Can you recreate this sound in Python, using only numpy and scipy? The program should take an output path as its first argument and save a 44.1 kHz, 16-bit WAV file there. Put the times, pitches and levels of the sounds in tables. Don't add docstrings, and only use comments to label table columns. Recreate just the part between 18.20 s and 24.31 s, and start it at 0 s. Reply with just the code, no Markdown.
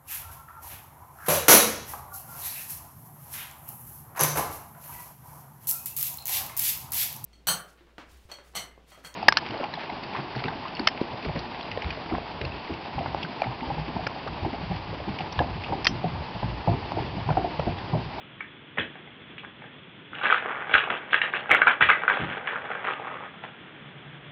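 import sys
import numpy as np
from scipy import signal
from scipy.fft import rfft, irfft
from scipy.io import wavfile
from scipy.ndimage import uniform_filter1d, minimum_filter1d

SR = 44100
rng = np.random.default_rng(int(sys.argv[2]) if len(sys.argv) > 2 else 0)


def elevation(decibels):
    levels = np.asarray(decibels, float)
    return 10 ** (levels / 20)


def transcribe(signal):
    frames = np.atleast_2d(signal).T
    limited = np.clip(frames, -1, 1)
    pcm = np.round(limited * 32767).astype(np.int16)
    wavfile.write(sys.argv[1], SR, pcm)


N = 269451

# f/Hz, level/dB, t60/s
TUBE_MODES = [(474, -7.5, 0.052), (603, -5.5, 0.033), (800, -3.5, 0.044), (938, 3, 0.016), (1220, 2, 0.028),
              (1380, -2.5, 0.0053), (1570, -5.5, 0.1), (1780, -8.5, 0.041), (2033, -6, 0.048),
              (2296, -0.5, 0.051), (2620, -7, 0.03), (2887, -6.5, 0.013), (3330, -11.5, 0.022),
              (3810, -10.5, 0.039), (4290, -1.5, 0.011)]
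# t/s, rattle level/dB, f/Hz of the air column it closes
ROLL_PATH = [(1.9, -71, 1572), (1.98, -41, 1534), (2.2, -44, 1510), (2.3, -35, 1320), (2.49, -41, 1540),
             (2.72, -34.5, 1412), (2.8, -46.5, 1505), (3.28, -43, 1647), (3.4, -33.5, 1488),
             (3.58, -44.5, 1550), (3.8, -37, 1579), (4.01, -47.5, 1422), (4.26, -41, 1587),
             (4.61, -40.5, 1446), (4.79, -43.5, 1236), (4.86, -41, 1163), (4.96, -44, 1200),
             (4.99, -46, 1230), (5.055, -42.5, 1220), (5.12, -54, 1306), (6.11, -56, 1693)]
# f/Hz, level/dB
FILTER_SKIRT = [(3420, 0), (3650, -10), (4000, -19), (4300, -31), (4500, -42), (4800, -66), (5200, -95)]
TUBE_PITCH_HZ = 1750


def rms_one(x):
    return x / np.sqrt(np.mean(x ** 2) + 1e-20)


def in_time(rows):
    s, *columns = np.transpose(rows)
    return [np.interp(np.arange(N) / SR, s, column) for column in columns]


def high_pass(x, hz):
    return signal.sosfilt(signal.butter(2, hz, "high", fs=SR, output="sos"), x)


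def ring(clicks, hz, t60):
    r, w = elevation(-60 / (t60 * SR)), 2 * np.pi * hz / SR
    return signal.lfilter([0, np.sin(w)], [1, -2 * r * np.cos(w), r * r], clicks + 1e-18)


def part_db(hz, low_db, bright_db, main_db):
    if hz < 900:
        return low_db
    return bright_db if hz > 2300 else main_db


def room(x):
    t60 = 0.21
    t = np.arange(round(.4 * SR)) / SR
    density = 2500 + 60000 * t
    echoes = rng.uniform(-1, 1, len(t)) * (rng.random(len(t)) < density / SR)
    onset = 1 - np.exp(-(t / 0.0043) ** 2)
    furnishings = np.exp(-(t / 0.43) ** 4)
    tail = echoes * elevation(-60 * t / t60) * furnishings * onset
    return signal.fftconvolve(x, tail / np.sqrt(np.sum(tail ** 2)))[:N]


def background():
    # f/Hz, density/dB per Hz
    hiss_colour = [(12, -86), (20, -39.5), (69, -18), (140, -5.5), (247, -8), (314, -9.5), (407, -11.5),
                   (445, -13.5), (785, -19), (1020, -18), (1540, -16), (3250, -17), (3700, -12),
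                   (4810, -38.5), (8140, -120)]
    # t/s, level/dB
    drone_level = [
        (0.0, -65),
        (.44, -44),
        (1.87, -47),
        (2.05, -69.5),
        (4.6, -60.5),
        (5.3, -47),
        (5.68, -39),
        (5.92, -32.5),
        (6.11, -33),
    ]
    hz = np.maximum(np.arange(N // 2 + 1) * SR / N, 1)
    colour_hz, colour_db = np.transpose(hiss_colour)
    colour = np.interp(np.log(np.minimum(hz, FILTER_SKIRT[0][0])), np.log(colour_hz), colour_db)
    colour += 2.1 * np.exp(-((hz - 3330) / 220) ** 2)
    hiss = rms_one(irfft(rfft(rng.standard_normal(N)) * elevation(colour), N))
    points = N // 1500 + 2
    flicker = np.interp(np.arange(N) / 1500, np.arange(points), rng.standard_normal(points))
    hiss = hiss * elevation(.8 * flicker)
    drone = rms_one(ring(ring(rng.standard_normal(N), 145, 0.16), 142, 0.088))
    return elevation(-40) * hiss + elevation(in_time(drone_level)[0] - 16.5) * drone


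def contacts():
    # t/s, peak level/dB, f/Hz
    claw_taps = [(.192, -48, 3430), (1.951, -24.5, 2780), (1.985, -26.5, 2750), (1.999, -25, 2860),
                 (2.027, -29.5, 2700), (.5855, -15, 2070), (.597, -17.5, 3420), (.611, -18.5, 3080),
                 (1.183, -23, 2620), (1.1945, -30, 3330), (2.1799, -15.5, 1735), (2.6373, -18.5, 1630),
                 (3.607, -18.5, 3445), (2.5794, -9.5, 2740), (2.599, -22.5, 2540), (3.0165, -11, 2880),
                 (3.6404, -17.5, 2315), (4.272, -19, 2440)]
    # t/s, peak level/dB, f/Hz, flight/s, loss per rebound/dB
    wall_hits = [(0.205, -21, 1780, 0.039, 10), (0.583, -10, 1700, 0.022, 7),
                 (2.1239, 1.5, 1367, .019, 7.5), (2.306, -14.5, 1354, 0.013, 23),
                 (3.0156, -6, 1810, .0216, 6.5), (3.1366, -6.5, 1550, 0.011, 6),
                 (3.4805, 1, 1539, .0194, 19), (3.7132, 0, 2110, 0.018, 7.5),
                 (3.8788, 0.5, 1454, 0.02, 5.5), (4.2762, -11.5, 1720, 0.016, 3.5),
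                 (4.6735, -16.5, 960, 0.0074, 3)]
    # t/s, peak level/dB, f/Hz,
    # bright part level/dB
    paw_knocks = [(0.2063, -18.5, 2200, -16), (.2108, -24.5, 2210, -23), (.2225, -32, 2130, -24.5),
                  (1.945, -24, 1450, -12), (1.96, -28, 1600, -20), (2.0135, -14, 1450, -16),
                  (3.0375, -16.5, 1290, -23.5), (3.728, -12.5, 1730, -24), (1.9315, -21, 1510, -23.5),
                  (2.031, -22, 1570, -13), (2.0529, -5, 1560, -23), (2.0583, -5, 1585, -17),
                  (2.1005, -2.5, 1510, -30), (2.1068, -15, 1450, -3.5), (2.356, -24.5, 1334, -14),
                  (2.422, -20.5, 1570, -11), (2.5393, 4.5, 1580, -9.5), (2.55, -0.5, 1570, -15.5),
                  (2.5525, 0, 1380, -12.5), (2.7028, -10.5, 1326, -9), (2.9295, -4.5, 1570, -18),
                  (2.9425, -0.5, 1663, -14.5), (3.2596, -27, 1590, -25), (3.3016, -11, 2100, -9),
                  (3.3064, -2.5, 1270, -24.5), (3.3137, 5, 2060, -16.5), (3.3495, -6.5, 1393, -31),
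                  (3.4165, 5.5, 1554, -21.5), (3.4697, 8.5, 1430, -26.5), (3.4742, -9, 1573, -24.5),
                  (3.6091, -3.5, 1517, -13.5), (3.6146, -1.5, 1534, -19), (3.6239, 4, 1926, -23),
                  (3.6878, -1, 1290, -15), (3.6912, 1.5, 1278, -20.5), (3.6946, 1.5, 1570, -20),
                  (3.6998, 1.5, 1484, -29), (3.701, -1.5, 1250, -2), (4.3569, -13.5, 1390, -21),
                  (4.3832, -18, 1490, -15)]
    # t/s, peak level/dB, f/Hz
    seam_bumps = [(.5736, -18, 1930), (.7545, -30, 1680), (.8734, -35.5, 2090), (1.2327, -28, 1030),
                  (1.2395, -30, 1500), (1.4195, -31, 1730), (1.4405, -30, 1720), (2.2233, -19, 1640),
                  (2.2582, -16, 1550), (2.4937, -14, 1570), (2.5138, -19, 2280), (2.9014, -31.5, 2220),
                  (3.2927, -13, 1427), (3.8347, -14, 1460), (3.8523, -42, 1570), (3.9697, -15, 1660),
                  (4.1696, -18.5, 1500), (4.3305, -19, 1050), (4.4531, -21, 1660), (4.5025, -18, 1360),
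                  (4.515, -19, 1570), (4.5524, -20, 1630), (4.648, -20.5, 1930), (4.797, -22, 765),
                  (4.816, -27, 1220), (4.847, -23, 1160), (4.8695, -20, 1200), (4.889, -24.5, 1150),
                  (4.9122, -23, 1170), (4.94, -22, 1160), (4.9545, -28, 1380), (5.0055, -29.5, 1190),
                  (5.0422, -32, 1270), (5.14, -32, 1360), (5.238, -24, 910)]
    rebounds = []
    for s, db, hz, flight, loss_db in wall_hits:
        drifted_hz = hz + 0.37 * (TUBE_PITCH_HZ - hz)
        rebounds += [(s + k * flight, db - k * loss_db, drifted_hz) for k in (1, 2)]
    # hollow low part dB, bright part dB, echo dB
    kinds = [(wall_hits, (-25, -26.5, -10.5)), (rebounds, (-23.5, -24, -5)),
             (seam_bumps, (-4.5, -13.5, -5)), (claw_taps, (-36.5, -2.5, -6.5))]
    hard = [(s, db, hz, -22.5, bright_db, -9.5) for s, db, hz, bright_db in paw_knocks]
    return hard + [(*row[:3], *colour) for rows, colour in kinds for row in rows]


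def knocks():
    s, db, hz, low_db, bright_db, echo_db = np.transpose(contacts())
    at, t = np.round(s * SR).astype(int), np.arange(1600) / SR
    chance = rng.standard_normal((len(at), len(TUBE_MODES), 2))
    rise = 1 - np.exp(-(t / 0.001) ** 2)
    cracks = high_pass(rng.standard_normal((len(at), len(t))) * np.exp(-t / 0.0016), 2400)
    burst = 0.63 * np.exp(-((t - .0012) / 0.0031) ** 2) + 0.027 * elevation(-60 * t / 0.046)
    direct, *sent = np.zeros((4, N + len(t)))
    for k, i in enumerate(at):
        tone = np.sin(2 * np.pi * hz[k] * t)
        walls = elevation(bright_db[k] + 6.0) * cracks[k]
        for (mode_hz, mode_db, t60), (luck, shift) in zip(TUBE_MODES, chance[k]):
            apart_db = -9.0 * abs(np.log2(mode_hz / hz[k]))
            share_db = part_db(mode_hz, low_db[k] + 11.0, bright_db[k] + 16.0, apart_db)
            decay = elevation(mode_db + share_db - 9.0 + 2.2 * luck - 74.0 * t / t60)
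            moved_hz = mode_hz * (1 + 0.028 * shift)
            walls = walls + decay * np.sin(2 * np.pi * (moved_hz * t + shift)) * np.sign(luck)
        direct[i:i + len(t)] += elevation(db[k] - 4.5) * rise * (tone * burst + walls)
        to_room = 2.45 * tone * elevation(-60 * t / 0.0091) + 0.99 * walls
        sent[k % 3][i:i + len(t)] += elevation(db[k] + min(echo_db[k], -6.5)) * rise * to_room
    return direct[:N] + sum(room(place) for place in sent)


def snaps():
    # t/s, peak level/dB, f/Hz
    snap_hits = [(0.2097, -23, 2220), (0.5747, -22, 1540), (0.5836, -9, 1650), (0.594, -17, 1830),
                 (0.613, -18, 2230), (1.1815, -23, 2250), (1.2487, -24, 1540), (2.0385, -18, 1670),
                 (2.0566, -9, 1760), (2.1012, -8, 1640), (2.1452, -10, 1670), (2.2248, -18, 1740),
                 (2.2602, -16, 1400), (2.3637, -22, 1270), (2.4227, -18, 1310), (2.4952, -19, 1480),
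                 (2.5146, -17, 1820), (2.538, -11, 2420), (2.5421, -4, 1780), (2.5529, -3, 1590),
                 (2.5806, -10, 2250), (2.6415, -17, 1690), (2.7033, -10, 1690), (2.7083, -14, 1500),
                 (2.9336, -9, 1660), (2.9451, -5, 2010), (3.0167, -7, 2290), (3.0214, -14, 2170),
                 (3.1379, -11, 1430), (3.153, -14, 1980), (3.1694, -15, 1510), (3.259, -20, 1460),
                 (3.3107, -5, 1820), (3.3222, -5, 1660), (3.3486, -2, 1650), (3.3522, -5, 1720),
                 (3.3783, -12, 1590), (3.422, -8, 1660), (3.54, -15, 1570), (3.6388, -7, 2050),
                 (3.6418, -8, 2110), (3.7041, -3, 1470), (3.8366, -17, 1180), (3.8524, -16, 1400),
                 (3.9, -6, 1780), (4.2742, -13, 1960), (4.2777, -20, 1740), (4.2896, -16, 1510),
                 (4.3645, -19, 1570), (4.491, -23, 1430), (4.5049, -21, 1610), (4.516, -17, 1650),
                 (4.5533, -19, 1520), (4.6452, -19, 1220), (4.6665, -17, 1650), (4.6757, -16, 1620),
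                 (4.6883, -14, 1600), (4.6919, -14, 1480), (4.7037, -15, 1370), (5.2385, -27, 1430)]
    cycles = 0.69
    out, t = np.zeros(N), np.arange(-100, 101) / SR
    for s, db, hz in snap_hits:
        i = round(s * SR)
        wavelet = np.cos(2 * np.pi * hz * t) * np.exp(-(t * hz / cycles) ** 2)
        out[i - 100:i + 101] -= elevation(db - 1.5) * wavelet
    return out + room(elevation(-8) * out)


def thuds():
    # t/s, peak level/dB, f/Hz, t60/s
    landings = [(0.574, -40, 300, 0.4), (.583, -15, 520, 0.28), (2.703, -17, 750, 0.24),
                (3.136, -21.5, 700, 0.22), (2.539, -18, 197, 0.13), (3.297, -19.5, 333, 0.12),
                (3.61, -17.5, 167.5, .3), (3.617, -19, 95, 0.18), (3.31, -9, 820, 0.19),
                (3.692, -24, 328, 0.18), (3.899, -36.5, 243, 0.15), (3.99, -27, 168, 0.43),
                (3.997, -14, 295, 0.45), (4.031, -29, 178, 0.28), (4.057, -28, 150, 0.26)]
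    out, t = np.zeros(N), np.arange(9000) / SR
    puffs = rng.standard_normal((len(landings), len(t)))
    for (s, db, hz, t60), puff in zip(landings, puffs):
        i = round(s * SR)
        body = rms_one(ring(ring(puff, hz, .008), .7 * hz, .006))
        rise = 1 - np.exp(-t / 0.00095)
        out[i:i + len(t)] += elevation(db - 14 - 60 * t / t60) * rise * body
    return out


def rattle():
    # t/s, rattle level/dB, bright part level/dB, t60/s, length/s
    swats = [(1.944, -52.5, 6, 1.8, .12), (2.032, -27.5, 2.5, 0.61, 0.11), (2.109, -27.5, 4.5, 0.35, 0.085),
             (2.496, -43, 8.5, 2, 0.069), (2.53, -29.5, 9.5, 0.36, 0.073), (2.699, -39, 6, 1.5, 0.086),
             (2.906, -43.5, 12, 3.7, 0.035), (2.924, -31.5, 9.5, 0.44, 0.068),
             (3.031, -32.5, 1, 0.39, 0.071), (3.127, -38.5, 9.5, 1.1, 0.081), (3.308, -24, 7, 0.31, 0.094),
             (3.464, -24, 1.5, 0.38, 0.078), (3.605, -25.5, 8.5, 0.32, .08), (3.883, -29.5, -1, 1.4, 0.3),
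             (4.262, -39, 0, 0.77, 0.45), (4.64, -34, -0.5, 3.5, 0.097), (5.229, -46, 2, 0.64, 0.07),
             (1.228, -49, 2, 1, .065)]
    rise_s, stop_s, shake_low_db = 0.0027, 0.0038, -1.5
    t, (roll_db, column_hz) = np.arange(N) / SR, in_time(ROLL_PATH)
    octaves = np.log2(column_hz / TUBE_PITCH_HZ)
    main = elevation(2 * roll_db)
    low = main * elevation(2 * (1.5 + 12.0 * octaves))
    bright = main * elevation(2 * (-5 + 33.5 * octaves))
    for s, db, bright_db, t60, length in swats:
        age = np.maximum(t - s, 0)
        pinned = np.exp(-np.maximum(age - length, 0) / stop_s)
        power = (elevation(db - 60 * age / t60) * (1 - np.exp(-age / rise_s)) * pinned) ** 2
        main = main + power
        low = low + power * elevation(2 * shake_low_db)
        bright = bright + power * elevation(2 * bright_db)
    return 10 * np.log10(main), 10 * np.log10(low / main), 10 * np.log10(bright / main), column_hz


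def rolling():
    db, low_db, bright_db, column_hz = rattle()
    moving = np.clip((np.arange(N) / SR - ROLL_PATH[0][0]) / 0.034, 0, 1)
    sizes = elevation(2.25 * np.minimum(rng.exponential(1, N), 3.5)) * rng.choice([-1, 1], N)
    ticks = sizes * (rng.random(N) < 2200.0 / SR)
    column = len(TUBE_MODES)
    dealt = rng.integers(0, column + 1, N)
    fade = elevation(-60 / (0.017 * SR))
    swell = signal.lfilter([1], [1, -2 * fade, fade ** 2], ticks * (dealt == column))
    out = elevation(db - 9.0) * rms_one(swell * np.sin(2 * np.pi * np.cumsum(column_hz) / SR))
    for k, (hz, mode_db, t60) in enumerate(TUBE_MODES):
        near_db = -1.5 - 14.0 * abs(np.log2(hz / column_hz))
        gain = elevation(db + mode_db + part_db(hz, low_db, bright_db, near_db) - 2.5)
        out = out + gain * rms_one(ring(ticks * (dealt == k), hz, 0.37 * t60))
    hardest = ticks * (np.abs(sizes) > 1.9)
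    bare = rms_one(high_pass(ring(hardest, 1670, 0.003), 900))
    return moving * (out + elevation(db - 2.0) * bare)


def scene():
    ball = rolling()
    track = knocks() + snaps() + ball + room(elevation(-11.0) * ball)
    track = high_pass(track, 260)
    landing = high_pass(high_pass(thuds(), 63), 57)
    return (track + landing + background())[None]


def limiter(x):
    # t/s, level/dB above full scale
    slips = [
        (3.3145, .8),
        (3.348, .7),
        (3.4812, .45),
        (3.7003, 2.6),
        (3.7022, .5),
    ]
    ceiling = .715
    t = np.arange(N) / SR
    needed = np.minimum(1, .68 / (np.abs(x) + 1e-9))
    gain = minimum_filter1d(needed, size=161)
    gain = uniform_filter1d(uniform_filter1d(gain, size=81), size=81)
    held = x * gain
    for s, over_db in slips:
        near = np.abs(t - s) < .0015
        top = np.argmax(np.abs(held) * near)
        lift = ceiling * elevation(over_db) / abs(held[top])
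        held = held * (1 + (lift - 1) * np.exp(-((t - t[top]) / .0015) ** 2))
    return np.clip(held, -ceiling, ceiling)


def low_pass(x):
    return signal.sosfilt(signal.butter(12, 15800, fs=SR, output="sos"), x)


def record(dry):
    hz = np.arange(N // 2 + 1) * SR / N
    skirt_db = np.interp(hz, *np.transpose(FILTER_SKIRT))
    narrow = irfft(rfft(dry[0]) * elevation(skirt_db), N)
    return low_pass(limiter(narrow)[None])


dry = scene()
out = record(dry)
transcribe(out)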